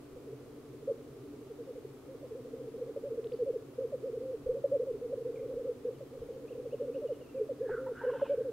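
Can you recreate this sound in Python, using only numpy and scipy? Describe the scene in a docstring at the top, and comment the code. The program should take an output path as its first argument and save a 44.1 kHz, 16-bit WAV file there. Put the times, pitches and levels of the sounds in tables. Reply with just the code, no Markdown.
"""A frozen bog ringed by trees, with a black grouse strutting almost straight ahead of a stereo pair.
His song bubbles as it sweeps through the resonance of his inflated neck: a run-up of ticking coos
swells into a set flourish of arching notes. A second cock, farther off, sings it in turn with him.
Other cocks murmur far away; near the end a rival hisses and cackles. Small birds whistle over
a low distant drone and faint air noise, and a few soft thuds land on the microphone."""
import sys
import numpy as np
from scipy import signal
from scipy.fft import rfft, irfft, next_fast_len
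from scipy.io import wavfile
from scipy.ndimage import map_coordinates

SR = 44100
rng = np.random.default_rng(int(sys.argv[2]) if len(sys.argv) > 2 else 0)


def materialize(psi):
    """Save the field psi as 16-bit PCM at rate SR to the path in sys.argv[1].

    A 1-D psi becomes a single channel; in a 2-D psi each row is a channel.
    """
    bounded = np.clip(np.atleast_2d(psi).T, -1, 1)
    quanta = np.round(bounded * 32767).astype(np.int16)
    wavfile.write(sys.argv[1], SR, quanta)


N = 375732


def grouse(neck_hz=460.4, width_hz=51.4, ring_gain=2.25):
    """Each coo swells in the neck's resonance, whose ring beats against the glide and makes it bubble."""
    out = np.zeros(N)
    for start, *shape, db in stray_coos() + flourishes() + run_ups() + roll():
        add(out, start, amp(db) * coo(*shape))
    ring = lambda hz: 1j * hz * width_hz / (neck_hz ** 2 - hz ** 2 + 1j * hz * width_hz)
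    return air_sac(filtered(out, lambda hz: 1 + ring_gain * ring(hz)))


def coo(length, start_hz, top_hz, end_hz, rise_s=0.04, fall_s=0.0387, tremble_db=1.77):
    """A nearly pure, trembling note; its pitch glides toward the top, then away to the end pitch."""
    t = np.arange(round(length * SR)) / SR
    ramp = lambda u: np.clip(u, 0, 1)
    glide_in = (top_hz - start_hz) * ramp(1 - t / rise_s) ** 2
    glide_out = (top_hz - end_hz) * ramp(1 - (length - t) / fall_s) ** 2
    tremble = wobble(len(t), rate=219)
    pitch = (top_hz - glide_in - glide_out) * (1 - 0.013 * tremble)
    phase = 2 * np.pi * (np.cumsum(pitch) / SR + rng.random())
    attack = ramp(t / min(0.014, 0.18 * length))  # short coos start faster
    release = ramp((length - t) / 0.011)
    return attack * release * amp(tremble_db * tremble) * np.sin(phase)


def air_sac(x, cutoff_hz=770):
    """The inflated neck passes the fundamental and little above it."""
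    return filtered(x, lambda hz: 1 / np.sqrt(1 + (hz / cutoff_hz) ** 12))


def flourishes():
    """The coos of the closing figure, sung in turn by the farther cock and the near one."""
    # Each row: seconds into the figure, length in seconds, start, top and end pitch in Hz, level in dB.
    figure = [(0.0, 0.0846, 479.5, 536.2, 395, -37), (0.146, 0.0393, 620, 518, 476, -34.5),
              (0.251, 0.083, 317, 540.6, 349, -38), (0.35, 0.069, 342, 526, 309, -40),
              (0.425, 0.164, 431.5, 524, 333, -41), (0.69, 0.0288, 475, 530, 568, -34.5),
              (0.715, 0.0484, 415, 543.3, 474, -32.7), (0.767, 0.0604, 343, 580, 437, -37.5),
              (0.872, 0.027, 574, 580, 528, -25.5), (0.946, 0.06, 496, 593, 469, -27.8),
              (1.023, 0.055, 388, 555, 389, -35.5), (1.096, 0.062, 580, 520, 363, -37.5),
              (1.167, 0.0467, 514, 376, 436, -42)]
    # Each row: start in seconds, stretch of the spacing as a factor, gain in dB.
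    turns = [(2.077, 1.013, -11.5), (3.776, 0.99, 0), (5.857, 1.0, -11.5), (7.341, 1.005, -.3)]
    coos = []
    for start, stretch, gain_db in turns:
        coos += [(start + stretch * offset, *shape, gain_db + db) for offset, *shape, db in figure]
    return coos


def run_ups(end_hz=332.4, scatter_db=1.6):
    """Evenly spaced ticks grow into full coos ahead of each flourish."""
    # Each row: time of the last coo in seconds, coo count, spacing in seconds, gain in dB, pitch factor.
    runs = [(1.751, 18, 0.085, -11.5, 0.91), (3.531, 15, 0.072, -0.9, 0.93), (5.53, 6, .0725, -11.5, 0.96),
            (7.087, 13, 0.073, -1.5, 1.01)]
    # How a run grows. Each row: seconds before the last coo, length in seconds, top in Hz, level in dB.
    crescendo = [(0, 0.0464, 580.3, -37), (.08, .058, 579.2, -35), (0.149, 0.0584, 545.8, -36.5),
                 (.24, 0.0386, 520, -38.5), (.45, 0.0351, 523, -43.5), (1.204, 0.0332, 540, -45)]
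    lead, *growth = np.transpose(crescendo)
    coos = []
    for last, count, spacing, gain_db, pitch_factor in runs:
        for before in spacing * np.arange(round(count)):
            length, top_hz, db = (np.interp(before, lead, column) for column in growth)
            top_hz *= pitch_factor + 0.016 * rng.normal()
            db += gain_db + scatter_db * rng.normal()
            coos.append((last - before, length, top_hz, top_hz, end_hz, db))
    return coos


def roll(start_s=5.006, count=9, spacing_s=0.079, length_s=0.0705, start_hz=404, end_hz=332.4):
    """One flourish rolls on in even arches that climb and grow."""
    coos = []
    for t in spacing_s * np.arange(count):
        top_hz = 513.3 + 73 * t
        db = -43.5 + 4 * t + 1.6 * rng.normal()
        coos.append((start_s + t, length_s, start_hz, top_hz, end_hz, db))
    return coos


def stray_coos():
    """Single coos dropped in and around the phrases."""
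    # Each row: start and length in seconds, start, top and end pitch in Hz, level in dB.
    strays = [(.159, 0.024, 567, 534, 434, -49), (.263, 0.065, 543, 395, 374, -49.5),
              (.326, 0.016, 515, 490, 366, -45.5), (.871, .053, 458, 605, 359.3, -32.5),
              (1.337, 0.017, 470, 490, 383, -44.5), (1.845, 0.018, 475, 480, 360, -42.5),
              (2.303, 0.059, 515, 411, 373, -46), (5.125, .024, 574, 585, 504, -32.5),
              (5.68, 0.052, 522, 494, 353, -41), (5.843, 0.057, 448, 518.5, 398, -37),
              (7.208, 0.025, 600, 570, 380, -49), (7.392, 0.057, 460, 421, 420, -38),
              (7.68, .035, 441, 438, 392, -41.5)]
    return list(strays)


def rival_hiss(attack_db=12.5):
    """Air hisses in two parts through a rival's gliding throat resonance."""
    # Each row: start, attack and hold in seconds, fade in dB a second, level in dB, start and end in Hz.
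    hisses = [(7.669, 0.0413, 0.059, 204, -47.5, 1672, 1381), (7.92, 0.0578, 0.0356, 49, -49, 1350, 1534)]
    t, out = np.arange(N) / SR, np.zeros(N)
    # a narrow whistling core inside a wider rush, both riding on the resonance
    rush = lambda: band(0, width_hz=190) + amp(-7) * band(0, width_hz=480)
    for start, attack, hold, fade, db, start_hz, end_hz in hisses:
        onset_db = attack_db * np.maximum(0, 1 - (t - start) / attack)
        fade_db = fade * np.maximum(0, t - start - attack - hold)
        throat_hz = np.interp(t, [start, start + attack + hold], [start_hz, end_hz])
        phase = 2 * np.pi * np.cumsum(throat_hz) / SR
        out += amp(db - onset_db - fade_db) * unit(rush() * np.sin(phase) + rush() * np.cos(phase))
    # the bill opens on the second part and lets a higher resonance out
    opening = np.interp(t, [7.95, 8.27, 8.37], [0, 1, 0])
    return out + amp(-64) * opening * band(centre_hz=2900, width_hz=960)


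def rival_cackle():
    """Short nasal clucks, each rasping with a fast, uneven shake."""
    # Each row: time in seconds, relative level in dB, second harmonic in Hz.
    clucks = [(7.691, -44.5, 855), (7.867, -43.5, 937), (8.011, -46, 930), (8.032, -50.5, 974),
              (8.059, -49, 943), (8.09, -44, 1032), (8.128, -43.5, 915), (8.159, -47.5, 868),
              (8.194, -43, 967), (8.246, -40.5, 950)]
    out = np.zeros(N)
    for when, db, harmonic_hz in clucks:
        pitches = harmonic_hz / 2 * np.array([1.07, 1.04, .92])
        cluck = note(0.034, *pitches, overtones_db=(0, -9, -18), flutter_db=5.0, waver=0.062)
        rasp = 1 + 0.47 * wobble(len(cluck), rate=502)
        add(out, when - .005, amp(db - 3.5) * rasp * cluck)
    return out


def small_birds():
    """Thin whistles and ticks in the distance, no two quite at the same pitch."""
    # Each row: start in seconds, note count, spacing and length in seconds,
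    # start, middle and end pitch in Hz, level in dB.
    phrases = [(3.241, 2, .027, 0.0056, 1880, 3280, 4820, -58),
               (3.318, 1, .1, 0.0076, 1930, 3200, 5050, -58.5),
               (3.324, 1, .1, 0.027, 5240, 4530, 4470, -68.5),
               (5.348, 1, 0.12, 0.061, 2870, 2260, 2130, -66),
               (5.927, 4, 0.127, 0.048, 3590, 3120, 2980, -73.5),
               (6.469, 3, 0.23, 0.046, 2455, 2800, 3350, -66),
               (6.513, 3, .212, 0.033, 3200, 2740, 2280, -67.5),
               (7.043, 3, .07, 0.07, 3250, 3010, 2650, -71.5),
               (7.22, 3, 0.055, 0.074, 2890, 2650, 2280, -69),
               (7.971, 3, 0.066, .05, 3026, 2920, 2740, -67.5),
               (8.224, 1, 0.094, 0.11, 3000, 2410, 2290, -65)]
    out = np.zeros(N)
    for start, count, spacing, length, *contour_hz, db in phrases:
        for k in range(round(count)):
            pitches = np.array(contour_hz) * (1 + 0.015 * rng.normal())
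            add(out, start + k * spacing, amp(db) * note(length, *pitches, flutter_db=4.0, waver=0.018))
    return out


def far_cocks(count=70, level_db=-57, spread_db=2):
    """The rest of the lek, blurred by distance into a murmur."""
    out = np.zeros(N)
    for when, pitch, size in rng.random((count, 3)):
        hz = 370 + 110 * pitch
        add(out, when * N / SR, amp(level_db + spread_db * size) * note(.06, hz, hz * 1.06, hz * 0.81))
    return air_sac(out)


def note(length, start_hz, middle_hz, end_hz, overtones_db=(), flutter_db=0, waver=0):
    """One puff through the syrinx: pitch curves through three points; level rises, flutters and falls."""
    u = np.linspace(0, 1, max(8, round(length * SR)))
    flutter = wobble(len(u), rate=150)
    arch = np.polyfit([0, .5, 1], [start_hz, middle_hz, end_hz], 2)
    pitch = np.polyval(arch, u) * (1 - waver * flutter)
    phase = 2 * np.pi * (np.cumsum(pitch) / SR + rng.random())
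    tone = np.sin(phase) + sum(amp(db) * np.sin(k * phase) for k, db in enumerate(overtones_db, 2))
    return np.sin(np.pi * u) * amp(flutter_db * flutter) * tone


def forest_edge(x, t60_s=.65):
    """A faint diffuse answer from the trees round the bog."""
    t = np.arange(SR) / SR
    tail = rng.standard_normal(SR) * amp(-60 * t / t60_s) * (1 - np.exp(-t / 0.015))
    return signal.fftconvolve(x, tail / np.linalg.norm(tail))[:N]


def microphone_thuds(rise_s=0.031):
    """Brief low bumps on the microphone that die quickly."""
    # Each row: start in seconds, relative level in dB.
    bumps = [(.106, -50), (4.428, -41.5), (4.91, -53), (5.528, -51), (6.182, -46), (7.701, -49),
             (7.93, -53)]
    envelope = np.zeros(N)
    u = np.arange(SR // 2) / SR / rise_s
    for start, db in bumps:
        add(envelope, start, amp(db) * u * np.exp(-u))
    return envelope * band(centre_hz=42, width_hz=75)


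def open_air():
    """Faint air noise, alike at both microphones in the bass and wide in the treble."""
    # Each row: frequency in Hz, relative noise density in dB.
    spectrum = [(20, -8), (90, -1), (200, -4.5), (400, 6), (700, -7), (900, -13), (1200, -11), (1600, -18),
                (3000, -21.5), (6000, -25.5), (15000, -29)]
    # Each row: frequency in Hz, correlation of left and right.
    likeness = [(100, 0.86), (500, 0.62), (1200, 0.64), (2500, 0.23), (5000, 0.028)]

    def mid_and_side(hz):
        angle = np.arccos(np.clip(along(likeness, hz), -1, 1)) / 2
        return amp(along(spectrum, hz)) * [np.cos(angle), np.sin(angle)]

    mid, side = filtered(rng.standard_normal((2, N)), mid_and_side)
    return unit(np.array([mid + side, mid - side]))


def far_drone():
    """A low drone in the distance, heard as a few narrow bands of noise."""
    # Each row: centre and width in Hz, relative level in dB.
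    bands = [(130.9, 25.5, -4.5), (254.4, 33.6, -5), (289.5, 18.3, -2.5), (398, 93, -4.5)]
    return sum(amp(db) * band(hz, width) for hz, width, db in bands)


def amp(db):
    """Decibels to gain."""
    return 10 ** (np.asarray(db) / 20)


def unit(x):
    """Scaled to rms 1."""
    return x / np.sqrt(np.mean(x ** 2) + 1e-20)


def along(points, hz):
    """Interpolate (Hz, value) points on a log frequency axis."""
    knots_hz, values = np.transpose(points)
    return np.interp(np.log(hz + 1), np.log(knots_hz + 1), values)


def filtered(x, response):
    """x shaped by a response given as a function of Hz."""
    size = next_fast_len(N + SR // 2)
    return irfft(rfft(x, size) * response(np.fft.rfftfreq(size, 1 / SR)), size)[..., :N]


def band(centre_hz, width_hz):
    """Noise of rms 1 in one steep-sided resonance."""
    resonance = lambda hz: 1 / (1 + (2 * (hz - centre_hz) / width_hz) ** 2)
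    return unit(filtered(rng.standard_normal(N), resonance))


def wobble(size, rate):
    """A smooth random curve, rate knots a second."""
    return map_coordinates(rng.standard_normal(64), [np.arange(size) * rate / SR], mode="mirror")


def add(track, start_s, sound):
    """Mix a sound into the track."""
    part = track[max(0, round(start_s * SR)):][:len(sound)]
    part += sound[:len(part)]


def scene():
    """The birds stand almost straight ahead; the distant ones draw more answer from the trees."""
    near = grouse() + rival_hiss() + rival_cackle()
    far = small_birds() + far_cocks()
    birds = near + far + forest_edge(amp(-17) * near + amp(-5.5) * far)
    balance = amp([[-.3], [.3]])  # a touch to the right
    return balance * birds + microphone_thuds() + amp(-54.5) * (open_air() + far_drone())


def record(dry):
    """The recorder keeps nothing above 15.7 kHz."""
    return filtered(dry, lambda hz: hz < 15700)


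dry = scene()
out = record(dry)
materialize(out)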